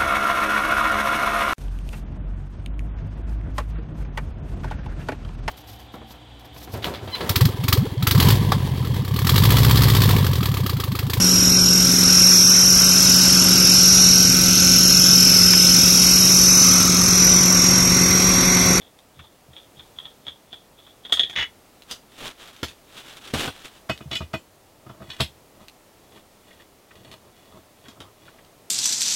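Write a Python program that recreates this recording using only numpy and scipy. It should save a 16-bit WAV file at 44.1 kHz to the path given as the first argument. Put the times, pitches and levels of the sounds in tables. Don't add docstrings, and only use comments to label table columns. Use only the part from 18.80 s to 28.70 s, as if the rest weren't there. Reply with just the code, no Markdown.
import sys
import numpy as np
from scipy import signal
from scipy.fft import rfft, irfft, next_fast_len
from scipy.io import wavfile
from scipy.ndimage import map_coordinates

SR = 44100
rng = np.random.default_rng(int(sys.argv[2]) if len(sys.argv) > 2 else 0)


def transcribe(u):
    v = np.clip(np.atleast_2d(u).T, -1, 1)
    q = np.round(v * 32767).astype(np.int16)
    wavfile.write(sys.argv[1], SR, q)


N = 436590
AGE = np.arange(SR // 3) / SR

# f/Hz, level/dB, t60/s
TUBE_MODES = [(1994, 1.5, 0.035), (2505, -5.5, 0.09), (2933, -1.5, 0.05), (3050, -13, 0.13),
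              (3420, 0, 0.055), (3630, -20, 0.072), (3860, 0, 0.022), (4397, -6, 0.062)]
# f/Hz, level/dB, t60/s
ROOF_MODES = [(82.4, -8, 0.079), (116.5, 3, 0.061), (192.5, -0.5, 0.063), (332, 0.5, 0.052)]
# f/Hz, level/dB, t60/s
HUB_MODES = [(443, 4, 0.028), (647, 8, 0.079), (948, -0.5, 0.044), (1105, 11, 0.019), (1235, 10.5, 0.025)]
# f/Hz, level/dB
THUMP_COLOUR = [(30, -44), (55, -18), (72, 2.5), (400, 3.5), (2000, -30)]
# f/Hz, level/dB per Hz
THUD_SPECTRUM = [(40, -63.5), (90, 6.5), (400, 6.5), (800, 0.5), (1400, 2.5), (2200, -7.5), (6000, -30.5)]
# f/Hz, level/dB per Hz
CLACK_SPECTRUM = [(300, -7.5), (900, -3), (1500, -8.5), (3400, 7), (4500, -0.5), (8000, -10.5),
                  (13000, -14.5), (16000, -22.5)]
# f/Hz, level/dB per Hz
SCRAPE_SPECTRUM = [(250, -4), (800, -5.5), (1250, 1), (2200, -2), (3500, 3.5), (4500, -6.5), (8000, -11),
                   (13000, -18.5), (16000, -21.5)]
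# f/Hz, level/dB per Hz
LOW_SPECTRUM = [(25, -1), (55, -14), (80, -13), (130, -7.5), (180, -6.5), (260, 0.5), (450, -3.5),
                (800, -4), (2000, -50)]


def amp(db):
    return 10 ** (np.asarray(db) / 20)


def unit(x):
    return x / np.sqrt(np.mean(x ** 2) + 1e-20)


def fade(t60):
    return 1000 ** (-AGE / t60)


def colour(x, spectrum):
    m = 2 * next_fast_len(len(x))
    hz, db = np.transpose(spectrum)
    log_hz = np.log(np.fft.rfftfreq(m, 1 / SR) + 1)
    gain = amp(np.interp(log_hz, np.log(hz), db))
    cepstrum = irfft(np.log(gain))
    cepstrum[1:m // 2] *= 2
    cepstrum[m // 2 + 1:] = 0
    return irfft(rfft(x, m) * np.exp(rfft(cepstrum)))[:len(x)]


def noise(spectrum):
    return unit(colour(rng.standard_normal(N), spectrum))


def wobble(rate):
    knots = rng.standard_normal(int(N * rate / SR) + 4)
    return map_coordinates(knots, [np.arange(N) * rate / SR])


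def swell(start, hold, rise, release):
    t = np.arange(N) / SR - start
    before = np.minimum(t, 0) / rise
    after = np.maximum(t - hold, 0) / release
    return np.exp(np.maximum(before - after, -20))


def burst(spectrum, t60, rise=0.00062):
    envelope = fade(t60) * (1 - np.exp(-AGE / rise)) ** 2
    return colour(rng.standard_normal(len(AGE)) * envelope, spectrum)


def ring(modes, attack):
    tones = sum(amp(db + 2 * rng.normal()) * fade(t60) * np.sin(2 * np.pi * hz * AGE)
                for hz, db, t60 in modes)
    return tones * (1 - np.exp(-AGE / attack))


def slips(rate):
    clicks = rng.standard_normal(N) * (rng.random(N) < rate / SR)
    decay = fade(0.12) ** 2
    tail_power = abs(signal.fftconvolve(clicks ** 2, decay / decay.sum())[:N])
    tail = np.sqrt(tail_power) * rng.standard_normal(N)
    return unit(clicks + amp(2) * tail)


def through(x, modes):
    return unit(signal.fftconvolve(x, ring(modes, attack=.0003))[:N])


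def tent(x, wet_db, t60):
    # delay/s (varied 8 % either way), gain
    walls = [(.0042, 0.37), (.0075, 0.25), (0.0139, .35)]
    tail = rng.standard_normal(len(AGE)) * fade(t60) * (1 - np.exp(-AGE / 0.0037))
    response = amp(wet_db) * tail / np.linalg.norm(tail)
    response[0] = 1
    for delay, gain in walls:
        response[int(delay * rng.uniform(.92, 1.08) * SR)] += gain
    heard = signal.fftconvolve(x, response)[:len(AGE)]
    return heard / np.std(heard[:SR // 50])


def add(track, s, sound):
    part = track[max(round(s * SR), 0):][:len(sound)]
    part += sound[:len(part)]


def hush():
    # f/Hz, level/dB per Hz
    air = [(15, -48), (25, -3), (43, -5.5), (116, -3.5), (178, -5.5), (240, -4), (274, -3.5), (495, -4.5),
           (631, -4.5), (1240, -12.5), (1340, -11.5), (1450, -15), (2490, -16.5), (15500, -23.5)]
    return noise(air) * amp(-54 + 0.74 * wobble(1.9))


def clinks():
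    # t/s, ring level/dB, edge level/dB re ring
    contacts = [(0.0179, -43, -23), (0.3924, -42, -23.5), (0.4406, -47, -18), (0.7337, -50, -24),
                (0.7655, -33, -29), (0.995, -32.5, -40), (1.0523, -56, -23), (1.1868, -24, -41),
                (1.2548, -29, -36), (1.4677, -28, -20), (1.482, -23.5, -30), (1.729, -27.5, -21),
                (1.9907, -48, -28), (2.0662, -44.5, -21), (2.2514, -28, -27), (2.297, -31.5, -17),
                (2.3218, -16.5, -14.5), (2.3244, -4.5, -13.5), (2.372, -18, -20), (2.395, -4, -27.5),
                (2.4339, -12, -38), (2.497, -26, -10.5), (2.5296, -31.5, -15.5)]
    # f/Hz, level/dB, t60/s
    fitting_modes = [(1865, -16.5, 0.017), (3315, -10, 0.018), (3379, -0.5, 0.018), (3532, -3, .016),
                     (5270, -34.5, .015), (6500, -35.5, .025), (9000, -36.5, 0.015), (10300, -40.5, .02),
                     (14900, -46, 0.017)]
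    # f/Hz, level/dB per Hz
    knock_spectrum = [(30, -13), (80, 3.5), (150, -3.5), (700, 1), (1250, -0.5), (2500, -5.5), (5000, -17),
                      (16000, -49.5)]
    # f/Hz, level/dB per Hz
    edge_spectrum = [(1500, -35), (4200, -1.5), (5200, -4.5), (5800, -5), (6500, -2), (9000, -10),
                     (12000, -15.5), (15500, -17.5)]
    grind_max_db, grind_under_db = -48.5, -6.5
    grind_rise_s, grind_release_s = 0.018, 0.043
    out, pressure = np.zeros(N), np.zeros(N)
    for s, db, edge_db in contacts:
        ping = tent(ring(fitting_modes, attack=0.0013), wet_db=-4, t60=0.195)
        knock = tent(burst(knock_spectrum, t60=0.015, rise=0.00052), wet_db=3, t60=0.081)
        edge = tent(burst(edge_spectrum, t60=.018, rise=0.0025), wet_db=0, t60=0.18)
        knock_db = -39.5 + 0.54 * (db + 31) + .25 * (edge_db + 27)
        add(out, s, amp(db - 10.5) * ping)
        add(out, s - .001, amp(knock_db - 10) * knock + amp(db + edge_db - 14) * edge)
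        grind = amp(min(grind_max_db, db + grind_under_db))
        press = swell(s, 0, grind_rise_s, grind_release_s)
        pressure = np.maximum(pressure, grind * press)
    return out + pressure * through(slips(260), fitting_modes)


def grip_ticks():
    # t/s, level/dB
    ticks = [(0.189, -39.5), (3.0211, -35), (3.6755, -37), (3.764, -36), (5.1763, -32), (6.8828, -31.5),
             (9.6478, -45)]
    out = np.zeros(N)
    for s, db in ticks:
        tick = tent(burst(CLACK_SPECTRUM, t60=0.0062), wet_db=-9.0, t60=0.097)
        add(out, s, amp(db - 14.5) * tick)
    return out


def cloth_tugs():
    # t/s, level/dB
    pulls = [(0.37, -38), (0.395, -35), (0.686, -37.5), (0.971, -39.5), (1.47, -39), (2.322, -35.5),
             (2.575, -32.5), (4.533, -18), (4.669, -31), (5.257, -23.5), (5.404, -22), (6.28, -33.5),
             (6.401, -17)]
    out = np.zeros(N)
    for s, db in pulls:
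        sway = ring([(82.7, -10, 0.1), (125, -5, 0.051)], attack=0.00573)
        tug = tent(colour(sway, THUMP_COLOUR), wet_db=-15.5, t60=0.47)
        add(out, s, amp(db - 13.5) * tug)
    return out


def finger_taps():
    # t/s, level/dB
    taps = [(0.3902, -37), (7.3716, -43.5), (7.707, -42.5), (7.7969, -42.5), (8.107, -41), (9.0538, -41.5),
            (9.4778, -39), (9.5837, -45)]
    # f/Hz, level/dB per Hz
    finger = [(250, -5), (800, -4), (1300, 6.5), (2000, 6.5), (2600, 0), (3400, -0.5), (4400, -19),
              (6000, -25), (16000, -37.5)]
    out = np.zeros(N)
    for s, db in taps:
        tap = tent(burst(finger, t60=0.016, rise=0.00086), wet_db=8.0, t60=0.053)
        add(out, s, amp(db - 10) * tap)
    return out


def rattle():
    # t/s, ring level/dB
    contacts = [(2.5556, -22), (2.5609, -14.5), (2.5725, -16), (2.5854, -12.5), (2.5948, -14.5),
                (2.6107, -16.5), (2.6244, -16.5)]
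    # f/Hz, level/dB, t60/s
    loose_modes = [(2016, 5.5, 0.017), (2940, -0.5, 0.06), (3352, 1.5, 0.05), (3620, -4, 0.022),
                   (6500, -30, 0.038)]
    # f/Hz, level/dB per Hz
    chatter = [(250, -9), (1000, -7), (2000, 2), (2500, 2), (3200, 0.5), (4200, -21), (5200, -12),
               (6000, -19.5), (6550, -11), (7400, -30.5), (16000, -39)]
    first_pitch, sag_oct_per_s = 1.025, 0.72
    out = np.zeros(N)
    for s, db in contacts:
        sag_oct = sag_oct_per_s * (s - contacts[0][0])
        pitch = first_pitch * 2 ** (-sag_oct + 0.023 * rng.normal())
        ping = tent(ring(np.array(loose_modes) * [pitch, 1, 1], attack=.0003), wet_db=3, t60=0.13)
        crack = tent(burst(chatter, t60=0.044), wet_db=-7.5, t60=.15)
        add(out, s, amp(db - 12) * ping + amp(db - 15.5) * crack)
    return out


def sliding():
    # start t/s, hold/s, scrape level/dB, rise/s
    strokes = [(3.107, 0.015, -39, 0.013), (3.426, 0.054, -33.5, 0.042), (3.62, 0.068, -43.5, 0.041),
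               (3.73, 0.19, -50, 0.02), (4.163, 0.046, -42, 0.043), (4.27, 0.1, -42, 0.038),
               (4.453, 0.055, -41, 0.034), (4.539, 0.12, -28.5, 0.0043), (4.715, 0.11, -45.5, 0.02),
               (4.849, 0.006, -38, 0.013), (4.896, 0.086, -52.5, 0.02)]
    release_s = 0.026
    pushes = [amp(db) * swell(s, hold, rise, release_s) for s, hold, db, rise in strokes]
    push = np.max(pushes, axis=0)
    rub = amp(-34.5) * (push / amp(-29)) ** 1.58
    friction = slips(1100) + 0.32 * rng.standard_normal(N)
    grit = unit(colour(friction, SCRAPE_SPECTRUM))
    flicker = amp(1.1 * wobble(90) - 1.5)
    return push * grit * flicker + rub * noise(LOW_SPECTRUM)


def catches():
    # t/s, clack level/dB, low level/dB re clack
    jolts = [(3.111, -19, -48), (3.8304, -17, -2), (3.8824, -30, -17), (4.178, -33, -29), (4.5374, -19, 3),
             (4.594, -21, -3), (4.6756, -22, 2), (6.405, -11, -8.5), (8.314, -34, -17.5),
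             (9.0834, -34.5, -3.5), (9.203, -31, -3)]
    # f/Hz, level/dB, t60/s
    body_modes = [(81.5, -1, 0.024), (126, -7, 0.04), (247, -3.5, 0.025), (336, -28.5, 0.051)]
    out = np.zeros(N)
    for s, db, low_db in jolts:
        clack = tent(burst(CLACK_SPECTRUM, t60=0.0205, rise=0.00053), wet_db=1.0, t60=0.16)
        jolt = tent(burst(THUD_SPECTRUM, t60=0.048, rise=0.0031), wet_db=-17.0, t60=0.11)
        body = colour(ring(body_modes, attack=0.00023), THUMP_COLOUR)
        sway = tent(body, wet_db=-21, t60=0.19)
        add(out, s, amp(db - 12.5) * clack)
        add(out, s - .0015, amp(db + low_db - 11) * jolt + amp(db + low_db - 12.5) * sway)
    return out


def knocks():
    # t/s, tube level/dB, roof level/dB, centre of the tube's ring f/Hz
    bumps = [(5.0972, -11.5, -28.5, 2520), (5.209, -35.5, -47.5, 2900), (5.3137, -16, -42, 2980),
             (5.33, -14, -46, 3500), (5.354, -10, -48.5, 3120), (5.408, -36, -40.5, 2300),
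             (5.419, -28.5, -49, 2450), (5.5388, -17.5, -29.5, 2600), (6.0668, -50, -52.5, 3000),
             (6.097, -39.5, -47.5, 3200), (6.2056, -56, -51.5, 2800), (6.2209, -42, -48, 2800),
             (6.302, -20, -67, 3650), (6.4026, -12, -30.5, 4100)]
    # f/Hz, level/dB, t60/s
    top_modes = [(4260, -2, 0.047), (5470, 9.5, 0.034), (6400, 0, 0.065), (7140, -4, 0.075),
                 (7720, -2, 0.074), (8450, -12, 0.086), (11000, -14, 0.1), (11600, -11, 0.059),
                 (12400, -15, .07)]
    # f/Hz, level/dB per Hz
    edge_spectrum = [(200, -39), (1100, 7.5), (1700, 7.5), (3400, 9.5), (5000, 3), (8000, -8.5),
                     (12000, -11.5), (16000, -20.5)]
    focus_db_per_oct = 19.5
    treble_grows = 0.13
    out = np.zeros(N)
    for s, db, roof_db, centre_hz in bumps:
        tilt = treble_grows * (db + 13)
        bright = [(hz, level + tilt * max(np.log2(hz / 5000), 0)) for hz, level in edge_spectrum]
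        gripped = [(hz * (1 + 0.0089 * rng.normal()),
                    level - focus_db_per_oct * abs(np.log2(hz / centre_hz)), t60)
                   for hz, level, t60 in TUBE_MODES]
        tube = tent(ring(gripped, attack=0.0012), wet_db=-0.5, t60=0.11)
        top = tent(ring(top_modes, attack=0.0014), wet_db=8, t60=0.17)
        edge = tent(burst(bright, t60=0.016, rise=0.0029), wet_db=-2.5, t60=0.19)
        drumming = colour(ring(ROOF_MODES, attack=0.0015), THUMP_COLOUR)
        thump = tent(drumming, wet_db=-13, t60=0.15)
        hub = tent(ring(HUB_MODES, attack=0.0012), wet_db=-5.5, t60=0.016)
        thud = tent(burst(THUD_SPECTRUM, t60=0.031, rise=0.0028), wet_db=-4.5, t60=0.087)
        graze = tent(burst(edge_spectrum, t60=0.02, rise=0.0012), wet_db=-12, t60=.1)
        edge_db = db - 17.5
        thump_db = -41 + 0.74 * (roof_db + 42)
        add(out, s - .007, amp(roof_db - 15) * graze)
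        add(out, s, amp(db - 16.5) * tube + amp(edge_db - 17.5) * top)
        add(out, s - .002, amp(edge_db - 4.5) * edge + amp(thump_db + 3) * thump)
        add(out, s - .002, amp(roof_db + 2.0) * hub + amp(roof_db - 1.5) * thud)
    return out


def rubbing():
    # start t/s, hold/s, tube level/dB, roof level/dB
    rubs = [(6.07, 0.19, -76, -53.5), (6.352, 0.053, -43, -55), (6.816, 0.018, -57.5, -50),
            (7.337, 0.044, -51.5, -52), (7.704, 0.11, -53.5, -59), (8.174, 0.17, -50.5, -51),
            (8.47, 0.015, -69.5, -54.5), (8.576, 0.12, -59.5, -67.5), (8.751, 0.029, -59.5, -48.5),
            (9.045, 0.055, -53, -56), (9.211, 0.056, -76, -49.5), (9.462, 0.024, -50.5, -52.5),
            (9.58, 0.082, -67, -58)]
    rise_s, release_s = 0.052, 0.024
    tube_level, roof_level = np.zeros(N), np.zeros(N)
    for s, hold, tube_db, roof_db in rubs:
        shift = swell(s, hold, rise_s, release_s)
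        tube_level += amp(tube_db) * shift
        roof_level += amp(roof_db) * shift
    friction = slips(220)
    held = np.array(TUBE_MODES) * [1, 1, .5]
    scrape = unit(colour(friction, SCRAPE_SPECTRUM))
    tube = amp(-8) * through(friction, held) + amp(-4.5) * scrape
    drumming = unit(colour(through(slips(800), ROOF_MODES), THUMP_COLOUR))
    cloth = amp(-3.5) * drumming + amp(-9.5) * noise(LOW_SPECTRUM)
    thud = unit(colour(friction, THUD_SPECTRUM))
    roof = cloth + amp(-10.5) * thud + amp(-7) * through(friction, HUB_MODES)
    return tube_level * tube + roof_level * roof


def scene():
    fitting = clinks() + rattle()
    hands = grip_ticks() + cloth_tugs() + finger_taps()
    pole = sliding() + catches() + knocks() + rubbing()
    return (hush() + fitting + hands + pole)[None]


def record(dry):
    top_hz = 15950
    m = next_fast_len(N + SR // 2)
    passed = np.fft.rfftfreq(m, 1 / SR) < top_hz
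    return irfft(rfft(dry, m) * passed, m)[..., :N]


dry = scene()
out = record(dry)
transcribe(out)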